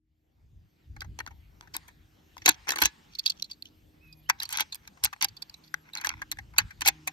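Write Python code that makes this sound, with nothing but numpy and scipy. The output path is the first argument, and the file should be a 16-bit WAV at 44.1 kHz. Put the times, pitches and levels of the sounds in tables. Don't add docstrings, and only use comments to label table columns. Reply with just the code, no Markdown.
import sys
import numpy as np
from scipy import signal
from scipy.fft import rfft, irfft
from scipy.io import wavfile
from scipy.ndimage import uniform_filter1d

SR = 44100
rng = np.random.default_rng(int(sys.argv[2]) if len(sys.argv) > 2 else 0)


def persist_wave(psi):
    counts = np.round(np.clip(psi, -1, 1) * 32767).astype(np.int16)
    wavfile.write(sys.argv[1], SR, np.atleast_2d(counts).T)


def how_loud(loudness_db):
    steps = np.asarray(loudness_db, float) / 20
    return 10 ** steps


N = 313992
BOLT_BACK_S = 3

# (centre [Hz], width [Hz], level [dB])
BUTT = [(140, 84, -11.5), (307, 45, 6.5), (514, 540, -4), (606, 180, -3), (1814, 140, 3.5)]
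STOCK = [(822, 55, 0), (1077, 190, 1.5), (1185, 140, -5), (1583, 190, 5), (1773, 160, 2.5),
         (2180, 250, 6.5), (2630, 100, -1)]
BRASS = [(2595, 190, 1.5), (3393, 93, 2), (3950, 150, 3), (4400, 1600, 0.5), (4930, 220, -3.5),
         (5700, 340, 1.5), (6600, 680, 3.5)]
STEEL = [(7840, 420, 4.5), (9320, 1800, 5), (10500, 600, -9.5), (11550, 370, 8), (13110, 170, -5.5),
         (13100, 1100, -11.5), (14690, 730, -10.5), (14000, 1800, -11)]
# (modes, from [Hz], to [Hz])
PARTS = [(BUTT, 0, 1900), (STOCK, 780, 3000), (BRASS, 3000, 7000), (STEEL, 7000, 22050)]


def evened(x):
    return x / np.sqrt(np.mean(x ** 2) + 1e-20)


def smoothed(x, size, axis=-1):
    return uniform_filter1d(uniform_filter1d(x, size=size, axis=axis), size=size, axis=axis)


def read(points, hz, axis=1):
    table = np.array(points, float)
    return np.interp(np.log(hz + 1), np.log(table[:, 0] + 1), table[:, axis])


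def fade():
    fade_s = 1.5
    return np.minimum(np.arange(N) / SR / fade_s, 1)


def swells(rows, rest_db):
    t = np.arange(0, N, 100) / SR
    bells = sum(how_loud(db) * np.exp(-((t - s) / half_s) ** 2) for s, db, half_s in rows)
    return how_loud(rest_db) * fade() + np.interp(np.arange(N) / SR, t, bells)


def noise(colour, likeness):
    hz = np.fft.rfftfreq(N, 1 / SR)
    a, b = rfft(rng.standard_normal((2, N))) * how_loud(read(colour, hz))
    same = np.clip(read(likeness, hz), -1, 1)
    return np.array([a, same * a + np.sqrt(1 - same ** 2) * b]), hz


def hiss():
    # (frequency [Hz], density [dB per Hz])
    hiss_colour = [(88, -23), (150, -4), (204, -8), (313, -10.5), (366, -11.5), (601, -17.5), (850, -14.5),
                   (1150, -18.5), (2200, -18.5), (4690, -23.5), (9000, -33), (11700, -69.5)]
    # (frequency [Hz], density [dB per Hz])
    port_colour = [(5880, -59.5), (10000, -23.5), (10600, -25), (10700, -27), (11300, -2.5), (13100, 2.5),
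                   (15400, -16), (16500, -20)]
    # (frequency [Hz], likeness [-1..1])
    hiss_likeness = [(60, 0.58), (180, 0.98), (550, -0.35), (1650, -0.055), (4970, 0.87), (15000, -0.19)]
    # (time [s], level [dB], half width [s])
    hand_swells = [(1.2, -83.5, 0.1), (3.3, -81, 0.19), (2.2, -89, 0.17), (5.75, -84, 0.3),
                   (1.82, -68.5, 0.069), (2.8, -62.5, 0.28), (4.55, -61.5, 0.14), (5.2, -72.5, 0.464),
                   (6.2, -74.5, 0.22), (6.68, -64.5, 0.041), (7.1, -68, 0.44)]
    wash_db, rustle_db, port_db = -73, -71.5, -79

    z, hz = noise(hiss_colour, hiss_likeness)
    top, _ = noise(port_colour, hiss_likeness)
    wash = irfft(z * (hz < 800), N)
    wash = wash / np.std(irfft(z * (hz > 340) * (hz < 800), N))
    rustle = evened(irfft(z * (hz >= 800), N))
    out = how_loud(wash_db) * fade() * wash
    out = out + swells(hand_swells, rustle_db) * rustle
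    out = out + how_loud(port_db) * fade() * evened(irfft(top, N))

    _, _, cells = signal.stft(out, SR, nperseg=512)
    patches = uniform_filter1d(rng.standard_normal(cells.shape[1:]), size=8, axis=0)
    patches = evened(uniform_filter1d(patches, size=14, axis=1))
    return signal.istft(cells * how_loud(2.8 * patches), SR, nperseg=512)[1][:, :N]


def wind():
    # (frequency [Hz], density [dB per Hz])
    wind_colour = [(12, -41.5), (28, -21), (48, -2.5), (63, -2), (85, -3.5), (110, -7), (258, -29),
                   (400, -38), (520, -56), (880, -120)]
    # (time [s], level [dB], half width [s])
    gusts = [(.14, -77.5, 0.33), (.44, -54.5, 0.048), (.59, -52, 0.066), (.95, -44, 0.061),
             (1.1, -42.5, 0.052), (1.3, -56.5, 0.25), (1.85, -67, 0.31), (2.5, -59, 0.14),
             (2.85, -45, 0.025), (4.2, -64.5, 0.48), (5.06, -48.5, 0.025), (5.3, -59, 0.045),
             (6.16, -53, 0.076), (6.46, -52, 0.17), (6.64, -44, 0.039), (6.85, -52, 0.085)]
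    breeze_db, right_lag_s = -69.5, 0.00046

    z, hz = noise(wind_colour, [(30, .95), (200, .85)])
    z[1] *= np.exp(-2j * np.pi * hz * right_lag_s)
    lumps = evened(smoothed(rng.standard_normal(N), 1200))
    gain = swells(gusts, breeze_db) * how_loud(1.6 * lumps)
    return gain * evened(irfft(z, N)) * how_loud(np.array([[.9], [-.9]]))


def drone():
    # (multiple of shaft rate, level [dB])
    engine_orders = [(3, -4.5), (9, -5.5), (10, -9.5), (11, -10.5), (12, 0.5), (13, -13), (15, -13)]
    # (time [s], level [dB], half width [s])
    order_swells = [
        (.3, -86, 0.4),
        (1.1, -74, 0.3),
        (2.2, -76, 0.45),
        (3.8, -70, 0.46),
        (5.75, -74, 0.19),
        (6.25, -67, 0.27),
        (7.03, -63.5, 0.14),
    ]
    # (time [s], level [dB], half width [s])
    sixth_swells = [
        (1.6, -72.5, 0.88),
        (4.1, -64, 0.22),
        (4.7, -75, 0.37),
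        (5.3, -68.5, 0.13),
        (5.7, -67, 0.25),
        (7.05, -61.5, 0.31),
    ]
    shaft_hz, rest_db = 25.88, -98

    t, slow = np.arange(N) / SR, np.arange(0, N + 200, 100) / SR
    waver = smoothed(rng.standard_normal((32, len(slow))), 40)
    waver = [np.interp(t, slow, evened(row)) for row in waver]
    turns = np.cumsum(shaft_hz * (1 + 0.0021 * waver[0])) / SR
    orders = np.zeros(N)
    for k, db in engine_orders:
        phase = 2 * np.pi * k * turns + .6 * waver[k + 16]
        orders += how_loud(db + 2.5 * waver[k]) * np.sin(phase)
    sixth = how_loud(2.5 * waver[6]) * np.sin(2 * np.pi * 6 * turns + .8 * waver[1])
    return np.sqrt(2) * (swells(order_swells, rest_db) * orders + swells(sixth_swells, rest_db) * sixth)


def mode(hz, centre_hz, width_hz):
    return 1j * hz * width_hz / (centre_hz ** 2 - hz ** 2 + 1j * hz * width_hz)


def confined(hz, lo_hz, hi_hz):
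    return 1 / (1 + (0.76 * lo_hz / (hz + 1)) ** 8) / (1 + (hz / (0.93 * hi_hz)) ** 8)


def ports(a, b, hz):
    # (frequency [Hz], left lead [rad], left minus right [dB], likeness [0..1])
    port_response = [(100, .1, 1.5, .9), (700, .9, 4.5, .9), (1200, 1.4, 5.5, .83), (1800, 2.2, 2.5, .8),
                     (3000, 3.6, -2.5, .75), (4300, 6.0, -4, .75), (5600, 8, -1.5, .7), (7000, 10.5, 0, .8),
                     (8600, 10.6, .3, .9), (9700, 9.4, .5, .95), (13200, 6.3, 0, .94), (16000, 3.6, 0, .93)]
    same = np.clip(read(port_response, hz, axis=3), 0, 1) ** 2.24
    right = same * a + np.sqrt(1 - same ** 2) * b
    right = right * np.exp(-1j * read(port_response, hz, axis=1))
    tilt_db = read(port_response, hz, axis=2) / 2
    return np.array([a * how_loud(tilt_db), right * how_loud(-tilt_db)])


def tiny_impacts(shape, share, spread_db):
    hit = rng.random(shape) < share
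    return rng.standard_normal(shape) * hit * how_loud(spread_db * rng.exponential(1, shape))



def knocks():
    # (time [s], level [dB], length [ms], ring [Hz])
    knock_rows = [(.966, -46, 6.5, 1610), (1.02, -35, 7.2, 1530), (1.0464, -49, 8.8, 860),
                  (1.204, -31.5, 6.6, 1550), (1.276, -38.5, 7.9, 1420), (1.31, -52.5, 11.4, 900),
                  (1.624, -56.5, 24, 930), (1.6755, -52.5, 6.8, 1600), (1.89, -55, 2.3, 1800),
                  (2.3696, -41, 4.3, 970), (2.6729, -39, 13, 950), (2.7355, -34, 8.8, 1494),
                  (2.7724, -32, 4.9, 1673), (4.2927, -25, 7.8, 1570), (4.2996, -17.5, 7.3, 1490),
                  (4.418, -38, 8, 1770), (4.975, -54, 8.2, 1090), (5.072, -41, 10.5, 1550),
                  (5.1302, -34.5, 7, 1100), (5.135, -35, 5.9, 1720), (5.164, -50.5, 5.4, 815),
                  (5.743, -21.5, 5.2, 1580), (6.0478, -22, 5.5, 1658), (6.052, -27, 7.2, 1570),
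                  (6.22, -30, 7.3, 1563), (6.373, -47, 2.7, 1690), (6.389, -34, 7.5, 1960),
                  (6.539, -51.5, 8.4, 988), (6.6003, -30, 9.2, 1644), (6.709, -42, 10, 1550)]
    brass_db, steel_db, late_butt_db, ring_db = -10.5, -16, -16, 13.5
    return [(s, db + brass_db, db, db + steel_db, ms, hz, ring_db, db + late_butt_db * (s > BOLT_BACK_S))
            for s, db, ms, hz in knock_rows]


def brass_ticks():
    # (time [s], level [dB], length [ms], ring [Hz])
    tick_rows = [(1.008, -35.5, 5.8, 4670), (4.403, -27, 5.7, 3950), (4.4248, -31, 5.1, 4700),
                 (4.4551, -34.5, 6.7, 4400), (4.7267, -32, 8.9, 4190), (5.2865, -40.5, 7.3, 4670),
                 (5.3695, -43.5, 8.1, 4600), (5.4234, -31, 7.2, 4500), (5.498, -41, 5.1, 4600),
                 (5.5428, -42, 6.2, 3950), (5.64, -55, 13, 4500), (5.679, -55, 8, 4530),
                 (5.936, -36.5, 9.3, 3900), (5.974, -31, 5.7, 4200), (5.982, -37, 9.4, 4100)]
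    stock_db, steel_db, ring_db = -19, -13, 17
    return [(s, db, db + stock_db, db + steel_db, ms, hz, ring_db, db + stock_db)
            for s, db, ms, hz in tick_rows]


def snaps():
    bolt_rows = [(1.1907, -36.5, -36, -45.5, 5.9), (1.2653, -40.5, -39, -53, 2.7),
                 (1.611, -46, -45, -56.5, 2.94), (1.742, -37, -41.5, -46.5, 16.6),
                 (1.7499, -46, -35.5, -49, 14), (1.7672, -34, -37, -26, 3),
                 (1.882, -53.5, -51.5, -55.5, 13.4), (2.381, -45.5, -47, -53, 6.2),
                 (2.421, -47, -47, -63.5, 8.6), (2.4611, -13, -15.5, -19.5, 7.4),
                 (2.48, -17, -16, -28, 9.8), (2.486, -27.5, -23.5, -26, 4.2),
                 (2.4908, -14.5, -17.5, -12.5, 6.8), (2.4942, -14.5, -23.5, -14, 5),
                 (2.508, -32, -35, -57, 9.3), (2.5186, -37.5, -42, -47, 3.6), (2.686, -30, -32, -46, 5.6),
                 (2.6921, -22.5, -25.5, -27.5, 6.8), (2.7068, -22, -27, -29.5, 6.1),
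                 (2.721, -28.5, -27.5, -33, 8.3), (2.7603, -32, -32, -32.5, 6.4),
                 (2.787, -29, -28.5, -34, 8), (2.8036, -43.5, -42.5, -39, 14), (2.819, -22, -21, -28, 3),
                 (2.8223, -16.5, -18, -19, 8.6), (2.8369, -20.5, -29, -30, 7.7),
                 (2.851, -22.5, -32, -38.5, 14.5), (2.8574, -14.5, -24.5, -19, 5.8),
                 (2.8645, -35, -37.5, -33, 3.3)]
    loading_rows = [(4.299, -19.5, -21.5, -23, 7.2), (4.433, -31, -38.5, -31, 7.4),
                    (4.4922, -38, -47.5, -35.5, 3.6), (4.5062, -41.5, -49, -43, 20),
                    (4.528, -31.5, -40.5, -29.5, 10.4), (4.574, -24, -35.5, -27, 4.3),
                    (4.597, -30.5, -42, -44, 13), (4.6071, -21, -26, -23, 8.3), (4.62, -38, -36, -53, 8.4),
                    (4.7475, -38.5, -51.5, -33.5, 1.3), (4.7557, -46, -51, -38.5, 7.2),
                    (4.877, -43, -46, -48.5, 6.7), (5.0389, -21, -30, -22.5, 7.2),
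                    (5.0481, -26, -37, -14, 7.1), (5.0546, -23.5, -26, -25, 5.5),
                    (5.06, -26, -39, -65, 5.6), (5.2111, -36.5, -49, -43, 4.4),
                    (5.226, -23, -26.5, -20.5, 6.7), (5.2462, -19.5, -29, -19.5, 6.7),
                    (5.2547, -47, -58, -59, 4)]
    stacking_rows = [(5.9534, -29.5, -36.5, -43, 5.6), (6.014, -39, -44, -41, 6.7),
                     (6.0614, -37.5, -47, -41, 11), (6.0713, -24, -27, -34, 2.6),
                     (6.093, -23, -34, -33.5, 3.6), (6.3171, -27, -38.5, -27.5, 5.7),
                     (6.3233, -33.5, -36, -36, 6.7), (6.585, -15.5, -17.5, -13.5, 8.3),
                     (6.81, -34, -36.5, -34.5, 5.8), (6.8194, -27.5, -27, -34, 7),
                     (6.861, -28, -22.5, -27.5, 11), (6.868, -21.5, -28, -42, 9.2),
                     (6.877, -17, -25, -15, 7.6), (6.8835, -21, -26, -21, 5.5),
                     (6.8862, -16.5, -18, -16, 8), (7.0763, -31, -26.5, -26.5, 9)]
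    brass_hz, bolt_stock_hz, late_stock_hz, spread, ring_db = 4500, 930, 1559, 0.06, 5

    rows = []
    for s, brass_db, stock_db, steel_db, ms in bolt_rows + loading_rows + stacking_rows:
        stock_hz = late_stock_hz if s > BOLT_BACK_S else bolt_stock_hz
        hz = brass_hz if brass_db >= stock_db else stock_hz
        hz = hz * (1 + spread * rng.standard_normal())
        rows.append((s, brass_db, stock_db, steel_db, ms, hz, ring_db, stock_db))
    return rows


def loose_cartridges():
    # (time [s], level [dB], length [ms], ring [Hz])
    clink_rows = [(3.1364, -55, 5.3, 4540), (3.1527, -37, 7.2, 4300), (3.1901, -29.5, 8.8, 4400),
                  (3.1958, -25.5, 5.1, 4520), (3.2628, -16, 7.3, 4500), (3.278, -24.5, 5.4, 3800),
                  (3.3, -22, 7.9, 4390), (3.3039, -24.5, 5, 4800), (3.3208, -42.5, 6, 3330),
                  (3.424, -27, 4.9, 5900), (3.427, -25, 4.5, 4070), (3.445, -40, 9.6, 4250),
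                  (3.5142, -34.5, 7.9, 4580), (3.533, -50, 8.6, 4400), (3.625, -33.5, 3.55, 4400),
                  (3.657, -43.5, 5.5, 3066), (4.1286, -46.5, 9.3, 4760)]
    stock_db, steel_db, ring_db = -35, -15, 20
    return [(s, db, db + stock_db, db + steel_db, ms, hz, ring_db, db + stock_db)
            for s, db, ms, hz in clink_rows]


def contacts():
    sharp = (1.1, 1.2, 1.5, 3.0)
    sudden = (0.98, 2, 2, 3.1)
    wood_damping, brass_damping = 0.12, 0.045
    crack_db = -13
    size, lead = 3072, 500

    rows = knocks() + brass_ticks() + snaps() + loose_cartridges()
    s, brass_db, stock_db, steel_db, ms, ring_hz, ring_db, butt_db = np.transpose(rows)[:, :, None]
    butt_db = butt_db + np.where(s < BOLT_BACK_S, -14, -21)
    t_ms = (np.arange(size) - lead) / SR * 1000
    hz = np.fft.rfftfreq(size, 1 / SR)

    swell_ms = np.clip(0.52 * (ms - 3.1), .8, 3.2)
    chatter_ms = np.maximum(ms - 3.1, .35)
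    rise = (t_ms + 1.5) / swell_ms
    decay = -(abs(t_ms + 1.1) / (1.685 * chatter_ms)) ** 1.22
    force = np.exp(np.where(t_ms < -.9, rise, decay))
    impacts = tiny_impacts((len(s), 2, size), share=0.5, spread_db=1.5).transpose(1, 0, 2)

    sound = 0
    levels = [butt_db, stock_db, brass_db, steel_db]
    for (part, lo, hi), db, late, early in zip(PARTS, levels, sharp, sudden):
        a, b = rfft(impacts * force ** np.where(t_ms < -.9, early, late))
        luck = rng.standard_normal((len(s), len(part), 2))
        body = how_loud(crack_db)
        for k, (f, width, d) in enumerate(part):
            strength = (-1) ** k * how_loud(d + 2.6 * luck[:, k, :1])
            body = body + strength * mode(hz, f * (1 + 0.034 * luck[:, k, 1:]), width)
        if lo > 0:
            damping = brass_damping if lo > 2000 else wood_damping
            rings = (ring_hz > lo) & (ring_hz <= hi)
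            body = body + rings * how_loud(ring_db) * mode(hz, ring_hz, damping * ring_hz)
        rung = irfft(ports(a, b, hz) * body * confined(hz, lo, hi), size)
        peak = uniform_filter1d((rung ** 2).mean(0), size=110).max(1, keepdims=True)
        sound = sound + how_loud(db) * rung / np.sqrt(peak)

    out = np.zeros((2, N + size))
    for k, at in enumerate(np.round(s[:, 0] * SR).astype(int) - lead):
        out[:, at:at + size] += sound[:, k]
    return out[:, :N]


def echoes(x):
    # (frequency [Hz], t60 [s])
    echo_t60 = [(500, 0.45), (3000, 0.16), (12000, 0.033)]
    # (frequency [Hz], level [dB])
    echo_colour = [(500, -1), (4000, 3.5), (8000, -13.5), (16000, -22)]
    echo_db = -33.5

    hz, t, z = signal.stft(rng.standard_normal((2, SR // 2)), SR, nperseg=256)
    level_db = read(echo_colour, hz)[:, None] - 60 * t / read(echo_t60, hz)[:, None]
    tail = signal.istft(z * how_loud(level_db), SR, nperseg=256)[1]
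    tail = tail / np.linalg.norm(tail[0])
    return how_loud(echo_db) * signal.fftconvolve(x, tail, axes=1)[:, :N]


def scrapes():
    # (from [s], to [s], stock [dB], brass [dB])
    stroke_rows = [(2.438, 2.475, -49, -45), (2.472, 2.562, -59, -50.5), (2.664, 2.717, -39, -47.5),
                   (2.755, 2.899, -43, -42.5), (3.096, 3.19, -87, -60), (3.227, 3.334, -63.5, -45.5),
                   (3.345, 3.474, -84.5, -58), (3.494, 3.519, -60.5, -48), (3.645, 3.695, -94, -58),
                   (4.382, 4.454, -54, -52), (4.487, 4.642, -39.5, -40.5), (4.82, 4.89, -57, -61),
                   (5.027, 5.062, -36.5, -40), (5.21, 5.256, -31, -27), (5.625, 5.667, -78, -70),
                   (5.658, 5.684, -84, -66), (5.835, 5.916, -56, -71.5), (5.936, 6.046, -44, -55.5),
                   (6.01, 6.16, -42, -56.5), (6.161, 6.219, -50.5, -63), (6.555, 6.642, -43.5, -47),
                   (6.836, 6.882, -49, -43)]
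    steel_db = -22

    hz, t = np.fft.rfftfreq(N, 1 / SR), np.arange(0, N, 20) / SR
    stutter = how_loud(6.4 * evened(smoothed(rng.standard_normal(N), 120)))
    a, b = rfft(stutter * tiny_impacts((2, N), share=.3, spread_db=2.2))
    heard = ports(a, b, hz)
    strokes = [(*row, row[3] + steel_db) for row in stroke_rows]
    out = np.zeros((2, N))
    for column, (part, lo, hi) in enumerate(PARTS[1:], 2):
        body = sum((-1) ** k * how_loud(d) * mode(hz, f, 2.0 * width) for k, (f, width, d) in enumerate(part))
        pressure = np.zeros(len(t))
        for row in strokes:
            u = np.clip((t - row[0]) / (row[1] - row[0]), 0, 1)
            pressure += how_loud(row[column]) * np.sin(np.pi * u) ** 0.88
        pressure = np.interp(np.arange(N) / SR, t, pressure)
        out += pressure * evened(irfft(heard * body * confined(hz, lo, hi), N))
    return out


def stop_ring():
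    # (time [s], frequency [Hz], level [dB], t60 [s])
    stop_modes = [
        (2.866, 1707, -43, 0.15),
        (2.864, 3900, -34, .06),
        (4.303, 800, -50, .2),
        (4.303, 1600, -53, .15),
    ]
    out, t = np.zeros(N), np.arange(SR // 4) / SR
    for s, hz, db, t60 in stop_modes:
        attack = np.minimum(t / 0.0034, 1)
        out[round(s * SR):][:len(t)] += how_loud(db - 60 * t / t60) * attack * np.sin(2 * np.pi * hz * t)
    return out


def whistles(rows, wobble_hz, flutter_db):
    out = np.zeros(N)
    for s, length_s, from_hz, to_hz, db in rows:
        u = np.linspace(0, 1, round(length_s * SR))
        wobble, flutter = smoothed(rng.standard_normal((2, 8000)), 150)[:, :len(u)] * 15
        hz = from_hz + (to_hz - from_hz) * u + wobble_hz * wobble
        shape = np.minimum(np.minimum(u, 1 - u) * length_s / 0.0093, 1)
        gain = np.sqrt(2) * how_loud(db + flutter_db * flutter) * shape
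        out[round(s * SR):][:len(u)] += gain * np.sin(2 * np.pi * np.cumsum(hz) / SR)
    return out


def bird():
    # (start [s], length [s], from [Hz], to [Hz], level [dB])
    bird_notes = [
        (4.005, 0.029, 2424, 2650, -67),
        (4.025, 0.12, 2604, 2506, -62.5),
        (4.15, 0.086, 2476, 2430, -77),
        (4.252, 0.023, 2630, 3100, -67),
        (4.268, 0.021, 3230, 2980, -64),
    ]
    return whistles(bird_notes, wobble_hz=26, flutter_db=1.0) * how_loud(np.array([[-3.5], [2.5]]))


def insect():
    # (start [s], length [s], from [Hz], to [Hz], level [dB])
    squeaks = [(4.028, .04, 11680, 11950, -76.5), (4.066, 0.024, 11960, 11400, -71),
               (4.094, .035, 11550, 12200, -78), (4.166, 0.045, 11060, 12100, -69.5),
               (4.224, 0.05, 11300, 11670, -73), (5.56, 0.039, 11300, 11790, -71),
               (5.635, 0.065, 11360, 11880, -73.5), (5.762, 0.057, 11420, 11500, -82),
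               (5.805, 0.035, 11500, 11340, -75), (5.875, 0.037, 11800, 11800, -78),
               (5.7, 0.037, 11600, 11300, -76), (4.13, 0.019, 11700, 10800, -84)]
    return whistles(squeaks, wobble_hz=90, flutter_db=2)


def scene():
    rifle = contacts() + scrapes() + stop_ring()
    return hiss() + wind() + drone() + rifle + echoes(rifle) + bird() + insect()


def roll_off(x):
    return signal.sosfilt(signal.butter(12, 16990, fs=SR, output="sos"), x)


def record(dry):
    edge_hz, limit = 16100, .88
    dry = signal.oaconvolve(dry, signal.firwin(301, edge_hz, fs=SR)[None], "same")
    knee = .8 * limit
    room = limit - knee
    over = np.maximum(abs(dry) - knee, 0)
    mix = dry - np.sign(dry) * (over - room * np.tanh(over / room))
    return roll_off(mix)


dry = scene()
out = record(dry)
persist_wave(out)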